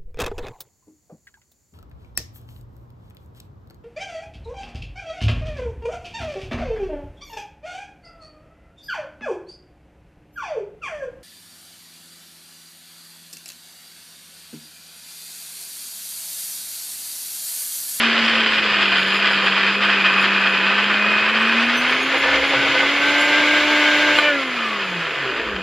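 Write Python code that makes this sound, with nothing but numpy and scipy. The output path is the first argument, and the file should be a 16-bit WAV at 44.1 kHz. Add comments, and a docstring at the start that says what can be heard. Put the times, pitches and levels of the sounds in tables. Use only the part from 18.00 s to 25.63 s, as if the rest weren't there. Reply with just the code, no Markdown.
"""On a stone kitchen counter, a personal blender grinds dry, crunchy snacks to crumbs.
Random hits coloured by cup resonances make the crunch; filtered noise makes fan air, hiss and drone.
Tones locked to the rotor labour under load, then climb and whine as the crumbs get fine.
The cup twists free with a squeak, a clack of ringing plastic and a short buzz; the rotor coasts down."""
import sys
import numpy as np
from scipy import signal
from scipy.fft import rfft, irfft
from scipy.io import wavfile

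SR = 44100
rng = np.random.default_rng(int(sys.argv[2]) if len(sys.argv) > 2 else 0)


def dump(signal):
    """Clip the signal to [-1, 1] and save it as 16-bit WAV at the path in sys.argv[1]."""
    limited = np.clip(np.atleast_2d(signal).T, -1, 1)
    pcm = np.round(limited * 32767).astype(np.int16)
    wavfile.write(sys.argv[1], SR, pcm)


N = 336384


def from_db(db):
    """Decibels to gain."""
    return 10 ** (np.asarray(db) / 20)


def rms_one(x):
    """Scale to unit power."""
    return x / np.sqrt(np.mean(x ** 2) + 1e-20)


def in_time(rows):
    """Each column of a curve, interpolated at every sample."""
    s, *columns = np.transpose(rows)
    return [np.interp(np.arange(N) / SR, s, column) for column in columns]


def drift(corner_hz):
    """Smooth random wander of spread 1: noise through two equal low-pass poles."""
    # computed at every 40th sample; the first 2000 values let the filter settle
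    r = np.exp(-2 * np.pi * corner_hz * 40 / SR)
    noise = rng.standard_normal(N // 40 + 2002)
    slow = signal.lfilter([1], [1, -2 * r, r * r], noise)[2000:]
    return np.interp(np.arange(N) / 40, np.arange(len(slow)), rms_one(slow))


def swell(hz, centre_hz, width_hz, lift_db):
    """Lift in dB of something that glides through a resonance."""
    return lift_db / (1 + (2 * (hz - centre_hz) / width_hz) ** 2)


def colour(x, spectrum, modes=(), size=8192):
    """Minimum-phase filter with a broad spectrum and resonances on top of it."""
    hz = np.maximum(np.arange(size // 2 + 1) * SR / size, 1)
    knots, levels = np.transpose(spectrum)
    db = np.interp(np.log(hz), np.log(knots), levels)
    for mode in modes:
        db = db + swell(hz, *mode)
    # folding the cepstrum forward makes the filter causal
    cepstrum = irfft(np.log(from_db(db)))
    cepstrum[1:size // 2] *= 2
    cepstrum[size // 2 + 1:] = 0
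    impulse = irfft(np.exp(rfft(cepstrum)))
    return signal.fftconvolve(x, impulse)[:N]


def resonate(x, hz, width_hz):
    """One resonance, gain 1 at its top."""
    r = np.exp(-np.pi * width_hz / SR)
    feedback = [1, -2 * r * np.cos(2 * np.pi * hz / SR), r * r]
    return signal.lfilter(np.array([1, 0, -1]) * (1 - r * r) / 2, feedback, x)


def shaken(hz, width_hz):
    """A resonance kept ringing by noise, filtered twice for steep skirts."""
    noise = rng.standard_normal(N)
    return rms_one(resonate(resonate(noise, hz, width_hz), hz, width_hz))


def reflections(x, t60_s, delay_s):
    """A dense train of dying echoes with unit energy."""
    t = np.arange(int(t60_s * SR)) / SR
    echoes = rng.standard_normal(len(t)) * from_db(-60 * t / t60_s) * (t > delay_s)
    return signal.fftconvolve(x, echoes / np.linalg.norm(echoes))[:N]


def tone(turns, multiple, flutter_db, wobble_rad):
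    """A line locked to the rotor, unsteady in level and phase."""
    level = from_db(flutter_db * drift(7.6))
    return rms_one(level * np.sin(2 * np.pi * multiple * turns + wobble_rad * drift(26)))


def smeared(turns, multiple, corner_hz):
    """A narrow band of noise that follows a multiple of the turns."""
    phase = 2 * np.pi * multiple * turns
    return drift(corner_hz) * np.cos(phase) + drift(corner_hz) * np.sin(phase)


def spells(rows, attack_s, t60_s):
    """Gain of events that rise, hold and die away, from (start, length, level) rows."""
    t = np.arange(N) / SR
    gain = 0
    for start, length, db in rows:
        rise = np.clip((t - start) / attack_s, 0, 1)
        fall_db = 60 * np.clip((t - start - length) / t60_s, 0, 3)
        gain = gain + rise * from_db(db - fall_db)
    return gain


def bumps(rows):
    """Brief bell-shaped rises or dips, in dB."""
    t = np.arange(0, N, 40) / SR
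    shape = sum(db * np.exp(-np.minimum((2 * (t - centre) / length) ** 2, 20)) for centre, length, db in rows)
    return np.interp(np.arange(N) / SR, t, shape)


def by_load(levels_db, impacts):
    """Gain between a part's levels under load and running free."""
    loaded_db, free_db = levels_db
    return from_db(free_db + (loaded_db - free_db) * impacts)


# rotor speed under power: (time [s], speed [turns/s])
SPEED = [(0, 230.5), (0.4, 225.5), (0.66, 209.5), (1.0, 191), (1.24, 201), (1.51, 194.4), (1.85, 202),
         (2.1, 193.6), (2.29, 199.3), (2.59, 193.6), (2.76, 201.5), (3.23, 212), (3.74, 240), (4.21, 276.5),
         (4.86, 280), (5.15, 292), (5.52, 298.6), (6.28, 297.4)]
# once switched off, air drag (time constant) and dry friction slow the rotor
OFF_S, DRAG_S, FRICTION_TURNS_PER_S2 = 6.275, 1.927, 58.8


def rotor_speed():
    """Turns per second: a course under power, then run down by drag and friction."""
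    age = np.maximum(np.arange(N) / SR - OFF_S, 0)
    friction = FRICTION_TURNS_PER_S2 * DRAG_S
    return (in_time(SPEED)[0] + friction) * np.exp(-age / DRAG_S) - friction


def coasting():
    """0 under power, rising to 1 in 28 ms as the current goes."""
    return np.clip((np.arange(N) / SR - OFF_S) / 0.028, 0, 1)


# course of the churning in the cup: (time [s], level [dB])
CHURN = [(0, -13.5), (0.1, -17), (3.5, -17.5), (4.1, -18), (4.95, -17), (5.9, -16), (6.17, -17),
         (6.33, -22.5), (6.85, -24), (7.36, -23), (7.63, -27)]
# the blades catch a clump: (centre time [s], length [s], level change [dB])
SURGES = [(.36, 0.036, 2.5), (.578, .02, 0), (.82, 0.047, 3), (.965, 0.052, 2.5), (1.27, 0.021, 3.5),
          (1.475, 0.03, 2), (1.58, .03, 2.5), (1.67, 0.033, 1.5), (1.812, .012, 0), (1.84, .035, 1.5),
          (1.905, .04, 2.5), (2.06, 0.023, 4), (2.1, .025, 1.5), (2.143, .02, 1.5), (2.243, 0.049, 3.5),
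          (2.42, .025, 1.5), (2.47, .02, 2), (2.805, 0.029, 3.5), (3.36, .035, 2.5), (3.573, 0.028, 3),
          (3.618, .035, 1.5), (3.7, .025, 2.5), (3.91, .04, 2), (4.235, 0.039, 2.5), (4.345, .04, 3),
          (4.79, 0.037, 1), (5.375, 0.037, 1), (6.5, .025, -1), (6.62, .12, 0.5), (7.385, .025, 2.5)]
# further brief swings of the churning, rises and dips alike: (centre time [s], length [s], level change [dB])
SWINGS = [(.185, .02, 1), (.235, .025, 0.5), (.61, .03, -3), (.675, .03, -0.5), (.73, 0.03, 0),
          (.885, 0.031, -3), (1.04, 0.023, -4.5), (1.18, 0.027, -3), (1.52, 0.043, -1), (1.71, 0.023, -1),
          (1.765, 0.031, -3.5), (1.797, 0.023, -6), (2.12, .015, -1), (2.212, 0.014, -4.5),
          (2.51, 0.049, -3), (3.665, .025, -3), (3.795, 0.035, -3), (4.04, 0.062, -3.5), (4.195, 0.037, -2),
          (4.385, .025, -3), (4.48, .04, -2.5), (4.96, .07, -1.5), (5.655, .04, -1.5), (6.47, .04, -3),
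          (7.44, .04, -1.5)]


def churning():
    """Gain of the grinding: its slow course, clumps, further brief swings and a slight wander."""
    wander_db = 0.5 * drift(31)
    return from_db(in_time(CHURN)[0] + bumps(SURGES) + bumps(SWINGS) + wander_db)


# colour of the crunch: (frequency [Hz], relative level [dB])
CRUNCH = [(290, -47), (500, -24.5), (628, -9), (734, -11), (1020, -5.5), (1540, -1.5), (2160, -1.5),
          (2530, -1), (3990, -15), (4930, -17.5), (5940, -49), (7240, -32.5), (8710, -50.5), (9630, -88),
          (15000, -52)]
# resonances of the cup: (frequency [Hz], width [Hz], lift [dB])
CUP_MODES = [(584, 50, 0.5), (740, 53, -12), (893, 80, -0.5), (1017, 70, 3.5), (1096, 49, -1),
             (1231, 77, 4.5), (1535, 140, 4), (1753, 73, 3.5), (2186, 160, -12.5), (2480, 150, 3.5),
             (3137, 390, 5.5), (5290, 580, 4.5)]


def crunch(turns, crackle_db, hits_per_s, size_db, clump_db, sweep):
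    """Pieces hit blade and cup in clumps, most often at one point of each turn."""
    chance = hits_per_s / SR * (1 + sweep * np.cos(2 * np.pi * turns))
    sizes = from_db(size_db * np.minimum(rng.exponential(1, N), 2)) * rng.choice([-1, 1], N)
    hits = (rng.random(N) < chance) * sizes * from_db(clump_db * drift(33))
    # big pieces thud and brittle ones crackle, each kind at its own moments
    big = rng.random(N) < .5
    thud = signal.sosfilt(signal.butter(2, 2400, fs=SR, output="sos"), hits * big)
    crackle = signal.sosfilt(signal.butter(2, 2400, "high", fs=SR, output="sos"), hits * ~big)
    crackle_gain = from_db(crackle_db)
    mix = (thud + crackle_gain * crackle) / np.sqrt(2 + crackle_gain ** 2)
    return rms_one(colour(mix, CRUNCH, CUP_MODES))


# colour of the fan air: (frequency [Hz], relative level [dB])
FAN = [(350, -29.5), (520, -10.5), (620, -7.5), (734, -14), (875, -10), (948, -11.5), (1400, -6),
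       (1540, -5.5), (1880, 1), (2130, -2.5), (2430, -6.5), (2980, -4.5), (6950, -32), (15000, -82)]
# resonances of the motor shell: (frequency [Hz], width [Hz], lift [dB])
SHELL_MODES = [(1047, 20, 9.5), (1500, 160, -4), (1775, 41, -0.5), (1868, 120, -14.5), (2060, 110, 2.5),
               (2250, 200, 5.5), (2990, 150, -1.5)]


def fan():
    """Air rushes through the resonant motor shell: noise coloured by its modes."""
    return rms_one(colour(rng.standard_normal(N), FAN, SHELL_MODES))


# colour of the vent hiss: (frequency [Hz], relative level [dB])
HISS = [(3500, -22), (5500, -0.5), (7000, 11), (8600, -13.5), (12000, -5.5), (15000, -15)]


def roar(turns, churn, impacts, crackle_db):
    """Smashed pieces, fan air and vent hiss; air takes over as the pieces turn to crumbs."""
    # equal-power blend of pieces and air
    pieces = np.sqrt(impacts) * crunch(turns, crackle_db, hits_per_s=3400, size_db=3.0, clump_db=1.07, sweep=.5)
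    air = np.sqrt(1 - impacts) * fan()
    hiss = rms_one(colour(rng.standard_normal(N), HISS))
    return churn * from_db(-1.5) * (pieces + air) + by_load((-59.5, -44.5), impacts) * hiss


# colour of the housing's drone: (frequency [Hz], relative level [dB])
DRONE = [(60, -37), (135, -6.5), (250, -7), (340, 1.5), (420, -1), (620, -3.5), (800, -6), (1300, -59)]
# resonances in the drone: (frequency [Hz], width [Hz], lift [dB])
DRONE_MODES = [(382, 89, 5.4), (466, 34, 1)]


def drone():
    """The housing drones: low coloured noise, softer without current."""
    level_db = -34 - 3.5 * coasting()
    return from_db(level_db) * rms_one(colour(rng.standard_normal(N), DRONE, DRONE_MODES))


# unbalance of the load, as hum at the reference speed before resonances: (time [s], level [dB])
UNBALANCE = [(0, -32.5), (0.35, -32.5), (0.6, -35), (1.3, -33.5), (2.1, -31.5), (2.9, -31), (3.5, -31),
             (4.45, -33.5), (5.8, -30), (6.18, -32), (6.21, -38), (6.28, -38), (6.35, -27), (6.42, -33),
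             (6.65, -37.5), (7.0, -30.5), (7.1, -40), (7.27, -31), (7.36, -40)]
# resonances that the hum glides through: (frequency [Hz], width [Hz], lift [dB])
HUM_MODES = [(229.3, 14, 5), (263.4, 52, -4)]
HUM_REFERENCE_HZ, HUM_DB_PER_OCTAVE, HUM_COAST_DB = 192.6, 9, -2.5
# a slow hum radiates poorly: corner, and extra level change per octave below it
HUM_CORNER_HZ, HUM_FADE_DB_PER_OCTAVE = 156, -19


def hum(turns, speed):
    """Unbalance hums once a turn, growing with speed and gliding through resonances."""
    level_db = in_time(UNBALANCE)[0] + HUM_COAST_DB * coasting()
    level_db = level_db + HUM_DB_PER_OCTAVE * np.log2(speed / HUM_REFERENCE_HZ)
    level_db = level_db + HUM_FADE_DB_PER_OCTAVE * np.maximum(np.log2(HUM_CORNER_HZ / speed), 0)
    level_db = level_db + sum(swell(speed, *mode) for mode in HUM_MODES)
    return from_db(level_db) * tone(turns, 1, flutter_db=1.44, wobble_rad=0.041)


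# overtones of the blade coupling: (multiple of the speed, relative level [dB])
COUPLING = [(3, -2.5), (4, -7), (5, 2), (6, -6), (7, -8), (10, -6.5)]


def blades_and_coupling(turns, impacts):
    """Blade tone twice a turn and coupling overtones come up as the load falls away."""
    blades = by_load((-59.5, -27), impacts) * tone(turns, 2, flutter_db=0.0, wobble_rad=0.1)
    overtones = sum(from_db(db) * tone(turns, k, flutter_db=1.0, wobble_rad=0.23) for k, db in COUPLING)
    return from_db(-1.5 * coasting()) * (blades + by_load((-55, -28), impacts) * overtones)


SLOT_COUNT = 12
WALL_HZ, WALL_WIDTH_HZ = 2512, 200


def armature_slots(turns, speed):
    """Twelve slots sing, swelling at the cup wall's resonance and fading without current."""
    lift_db = swell(SLOT_COUNT * speed, WALL_HZ, width_hz=100, lift_db=4.5)
    level_db = -39.5 + lift_db - 14 * coasting()
    return from_db(level_db) * tone(turns, SLOT_COUNT, flutter_db=0.5, wobble_rad=0.51)


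# brushes on the commutator, the pitch rounded to whole multiples:
# (multiple of the speed, level under load [dB], level running free [dB], smear corner [Hz])
COMMUTATOR = [(24.6, -61.5, -58.5, 43), (36, -64.5, -63, 170), (48, -67, -71.5, 180), (60, -69, -85.5, 450)]


def brushes(turns, speed, impacts, flutter_db):
    """Thin high whistles, smeared by jolts on the shaft, swell at the brush holders' resonance."""
    out = 0
    for multiple, loaded_db, free_db, corner_hz in COMMUTATOR:
        whistle = smeared(turns, round(multiple), corner_hz)
        holder_db = swell(multiple * speed, centre_hz=5700, width_hz=3900, lift_db=5.8)
        out = out + by_load((loaded_db, free_db), impacts) * from_db(holder_db) * whistle
    return from_db(-5 * coasting() + flutter_db * drift(8.6)) * out


# resonances of the base: (frequency [Hz], width [Hz], relative level [dB])
BASE_MODES = [(522, 16, -1), (625, 65, -8), (799, 29, -7.5), (943, 77, -6.5), (1190, 130, -9),
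              (1550, 250, -9.5)]


def rattle(hits_per_s, size_db):
    """Wedged lumps hammer the base unevenly; each blow sets all its resonances ringing."""
    sizes = from_db(size_db * rng.standard_normal(N)) * rng.choice([-1, 1], N)
    blows = (rng.random(N) < hits_per_s / SR) * sizes
    rings = sum(from_db(db) * rms_one(resonate(blows + 1e-18, hz, width)) for hz, width, db in BASE_MODES)
    return signal.sosfilt(signal.butter(2, [350, 2500], "band", fs=SR, output="sos"), rings)


# the cup wall rings while crumbs pack against it: (time [s], level [dB])
WALL = [(0, -58), (1.6, -36), (1.95, -24.5), (2.4, -24.5), (2.85, -28), (3.3, -28), (3.65, -26.5),
        (4.1, -40), (7.63, -47)]


def cup_wall():
    """The packed cup wall rings as a narrow band of noise."""
    return from_db(in_time(WALL)[0]) * shaken(WALL_HZ, WALL_WIDTH_HZ)


def motor_shell(speed):
    """The motor shell rings most as the rotor nears 274 turns per second."""
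    level_db = -59 + swell(speed, 274, 87, lift_db=27)
    return from_db(level_db) * shaken(hz=2060, width_hz=70)


# lumps wedge and shake the machine:
# (start time [s], length [s], base gain [dB], boom of the counter [dB])
JAMS = [(1.424, 0.031, -30.5, -62), (4.13, 0.03, -26.5, -52), (4.223, 0.075, -27.5, -49),
        (4.32, 0.038, -23.5, -54), (4.368, 0.046, -31, -60), (4.423, 0.027, -32, -58),
        (4.51, .045, -29, -56), (4.556, 0.073, -40, -38), (4.63, 0.048, -29, -56),
        (4.683, 0.037, -46, -39.5), (4.73, 0.065, -29.5, -59), (4.798, 0.04, -25.5, -58)]
JAM_ATTACK_S, JAM_T60_S = 0.016, 0.098
# rumble in the rubber feet: (time [s], level [dB])
FEET = [(0, -71), (0.35, -52), (1.1, -56), (1.4, -66), (4.05, -60), (4.35, -51), (4.7, -54), (4.95, -62),
        (6.2, -59.5), (6.35, -71), (7.63, -53)]


def shudder(speed):
    """Shifting lumps and the rotor shake the base, counter and rubber feet."""
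    jolts = spells([(s, length, db) for s, length, db, _ in JAMS], JAM_ATTACK_S, JAM_T60_S)
    thumps = spells([(s, length, db) for s, length, _, db in JAMS], JAM_ATTACK_S, JAM_T60_S)
    # base and counter tremble steadily beneath the jams
    base = (from_db(-44) + jolts) * rattle(hits_per_s=260, size_db=2.0)
    boom = (from_db(-67.5) + thumps) * shaken(hz=127, width_hz=23)
    # the feet rock most near 105 turns per second, and take a small share of each jam
    rocking = from_db(in_time(FEET)[0] + swell(speed, 105, 26, lift_db=13))
    feet = (rocking + from_db(-31) * jolts) * shaken(hz=60, width_hz=28)
    return base + boom + feet


# hard knocks in the cup, the one at 6.188 s sharpening the clack of the lugs snapping free: (time [s], relative
# height [dB])
KNOCKS = [(0.207, -8), (0.262, -8), (0.299, -10), (0.462, -6), (0.583, -6), (0.83, -6), (0.925, -5),
          (1.311, -6), (1.333, -7), (1.579, -6), (1.677, -7), (1.807, -9), (2.164, -13), (2.472, -4),
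          (2.667, -4.5), (2.842, -5), (2.942, -7), (3.041, -15), (3.37, -7), (3.453, -6), (3.627, -7),
          (3.703, -7), (3.925, -4.5), (4.357, -6), (4.626, -8), (4.807, -8), (6.188, -6), (7.563, -12)]


def knocks():
    """Single hard blows through the cup's resonances, each with a short rattle of echoes."""
    clicks = np.zeros(N)
    for s, db in KNOCKS:
        clicks[int(s * SR)] = from_db(db)
    rattling = from_db(-2.0) * reflections(clicks, t60_s=0.036, delay_s=.0005)
    blows = colour(clicks + rattling, CRUNCH, CUP_MODES)
    # the tallest peak lands 0.5 dB above the highest table entry
    return from_db(0.5) * blows * clicks.max() / np.abs(blows).max()


# the shaft sings: (start time [s], length [s], level [dB])
SINGS = [(2.91, 0.37, -26)]
# its partials: (multiple of the speed, relative level [dB])
SING_PARTIALS = [(3, -13), (10, -7), (12, -1)]


def shaft_song(turns):
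    """The shaft sings briefly on harmonics of its turning."""
    partials = sum(from_db(db) * tone(turns, k, flutter_db=0.5, wobble_rad=0.25) for k, db in SING_PARTIALS)
    return spells(SINGS, attack_s=0.039, t60_s=.15) * partials


# the bearing whines in spells:
# (start time [s], length [s], harmonic of the ball rate, sideband [whole turns], level [dB])
WHINES = [(4.2, .14, 1, 0, -31), (4.2, .14, 1, 1, -26.5), (4.54, 0.1, 1, 0, -26.5),
          (4.73, .12, 1, 0, -26.5), (4.99, 0.11, 1, 0, -22.5), (5.14, .12, 1, 0, -22.5),
          (5.3, .12, 1, 0, -22.5), (5.46, 0.13, 1, 0, -23.5), (5.66, 0.13, 1, 0, -24),
          (5.84, .11, 1, 0, -21.5), (5.99, .13, 1, 0, -21.5), (6.49, .04, 1, 0, -33),
          (6.56, 0.13, 1, 0, -30), (6.7, .07, 1, 0, -34), (6.56, .12, 2, -3, -36), (6.64, .13, 2, -1, -37)]
BEARING_ORDER = 5.355  # ball rate per turn


def bearing(turns):
    """The bearing whines between the harmonics, with a rasp around the tone once the rotor coasts."""
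    rasp = from_db(-5) * coasting()
    out = 0
    for k, sideband in sorted({row[2:4] for row in WHINES}):
        multiple = k * BEARING_ORDER + sideband
        rows = [(s, length, db) for s, length, *line, db in WHINES if line == [k, sideband]]
        whine = tone(turns, multiple, flutter_db=0.5, wobble_rad=0.16)
        whine = whine + rasp * smeared(turns, multiple, corner_hz=110)
        out = out + spells(rows, attack_s=0.032, t60_s=0.22) * whine
    return out


def twist():
    """The cup squeaks upward as it is turned in its seat: a gliding narrow band of noise."""
    start_s, length_s, level_db = 6.1, .08, -25.5
    hz = np.interp(np.arange(N) / SR, [start_s, start_s + length_s], (2346.5, 2954.5))
    gain = spells([(start_s, length_s, level_db)], attack_s=.02, t60_s=.08)
    return gain * smeared(np.cumsum(hz) / SR, 1, corner_hz=43)


# the loose coupling buzzes: (start time [s], length [s], level [dB])
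BUZZES = [(6.168, 0.037, -27), (6.235, 0.042, -35)]


def buzz(turns, uneven_db):
    """The loose coupling slaps the cup once a turn, unevenly hard."""
    slaps = np.diff(np.floor(turns), prepend=0) * from_db(uneven_db * rng.standard_normal(N))
    return spells(BUZZES, attack_s=0.024, t60_s=0.26) * rms_one(colour(slaps, CRUNCH, CUP_MODES))


# the locking lugs snap free: (time [s], relative level [dB])
LUGS = [(6.1806, -5), (6.1867, 4.5), (6.195, -14)]
# their ring: (frequency [Hz], T60 [s], relative level [dB])
LUG_MODES = [(1205, 0.14, -20), (1495, 0.077, -13), (1790, .03, -32), (2420, 0.042, -16), (3130, .025, -16),
             (3990, 0.024, -16), (6800, .008, -27)]


def release():
    """The lugs slip out of their slots and set the plastic ringing in dying sines."""
    out = np.zeros(N)
    for s, db in LUGS:
        age = np.arange(N - int(s * SR)) / SR
        for hz, t60_s, level_db in LUG_MODES:
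            decay = from_db(db + level_db - 60 * age / t60_s)
            out[-len(age):] += decay * np.sin(2 * np.pi * hz * age)
    return signal.sosfilt(signal.butter(2, [300, 4200], "band", fs=SR, output="sos"), out)


# the freed blades ring out: (start time [s], length [s], multiple of the speed, level [dB])
BLADE_RINGS = [(6.215, .105, 2, -25), (6.32, .08, 2, -33), (6.19, .08, 3, -34), (6.2, .09, 4, -32),
               (6.235, .07, 5, -22.5), (6.32, .09, 5, -35), (6.215, .075, 6, -24), (6.3, .05, 6, -30),
               (6.2, .085, 8, -23.5), (6.22, .055, 9, -32), (6.21, .07, 10, -28), (6.37, .11, 4, -38)]


def freed_blades(turns):
    """The freed blades ring out in passing overtones of the rotor."""
    out = 0
    for s, length, k, db in BLADE_RINGS:
        gain = spells([(s, length, db)], attack_s=0.039, t60_s=0.15)
        out = out + gain * tone(turns, k, flutter_db=2.0, wobble_rad=0.16)
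    return out


# housing resonances met by the low overtones: (frequency [Hz], width [Hz], lift [dB])
HOUSING_MODES = [(184, 55, 28.5), (395, 60, 24.5), (450, 30, 17)]


def rock(turns, speed):
    """The slowing rotor rocks the housing: a dull rumble, and overtones that swell at its resonances."""
    overtones = 0
    for k in (2, 3, 4):
        lift_db = sum(swell(k * speed, *mode) for mode in HOUSING_MODES)
        overtones = overtones + from_db(lift_db) * tone(turns, k, flutter_db=1.5, wobble_rad=0.23)
    rumble = from_db(17) * shaken(hz=388, width_hz=220)
    # the rocking is strongest near 117 turns per second
    rocking_db = -69.5 + swell(speed, 117, 86, lift_db=20.7)
    return from_db(rocking_db) * (from_db(-8.5) * overtones + rumble)


# grinding load: (time [s], share of blade impacts [0-1], crackle against thud [dB])
LOAD = [(0, 0.68, 3.5), (1.0, 0.9, 3.5), (1.9, 0.87, -0.5), (3.4, 0.86, -4), (4.2, 0.47, -1.5),
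        (4.9, 0.36, 3), (5.2, 0.13, -1.5), (6.17, 0.04, 11.5), (6.3, 0.56, 1), (7.63, 0.9, -4.5)]
# side gain of the second layer of roar and brushes: (frequency [Hz], gain [dB])
WIDTH = [(30, -64), (250, -22), (450, -12), (1100, -48.5), (1550, -19), (2400, -37.5), (3200, -27.5),
         (3900, -13), (4700, -4.5), (6000, -3), (7500, 0.5), (8800, 13), (11500, 10), (14000, 2)]
# the right side hears the midrange a touch louder: (frequency [Hz], share of the mid [dB])
LEAN = [(30, -55), (125, -73), (300, -31.5), (1000, -45.5), (2500, -37)]


def scene():
    """The blender close by in a small kitchen; mainly the treble differs between left and right."""
    speed, churn = rotor_speed(), churning()
    turns = np.cumsum(speed) / SR
    impacts, crackle_db = in_time(LOAD)
    clatter = roar(turns, churn, impacts, crackle_db) + drone() + knocks()
    clatter = clatter + twist() + buzz(turns, uneven_db=2.0) + release()
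    room = from_db(-9) * reflections(clatter, t60_s=0.19, delay_s=0.0026)
    motor = hum(turns, speed) + blades_and_coupling(turns, impacts) + armature_slots(turns, speed)
    motor = motor + brushes(turns, speed, impacts, flutter_db=5.5) + bearing(turns)
    shaking = cup_wall() + motor_shell(speed) + shudder(speed) + rock(turns, speed)
    mid = clatter + room + motor + shaking + shaft_song(turns) + freed_blades(turns)
    # roar and brushes are drawn afresh for the side, so the treble sounds wide and diffuse
    second_layer = roar(turns, churn, impacts, crackle_db) + brushes(turns, speed, impacts, flutter_db=0.5)
    side = colour(second_layer, WIDTH) - colour(mid, LEAN)
    return np.array([mid + side, mid - side])


def record(dry):
    """The tallest peaks are rounded towards 0.95 and the top is cut above 15 kHz."""
    rounded = dry / (1 + (dry / .95) ** 8) ** (1 / 8)
    return signal.sosfilt(signal.ellip(12, .1, 90, 15000, fs=SR, output="sos"), rounded)


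dry = scene()
out = record(dry)
dump(out)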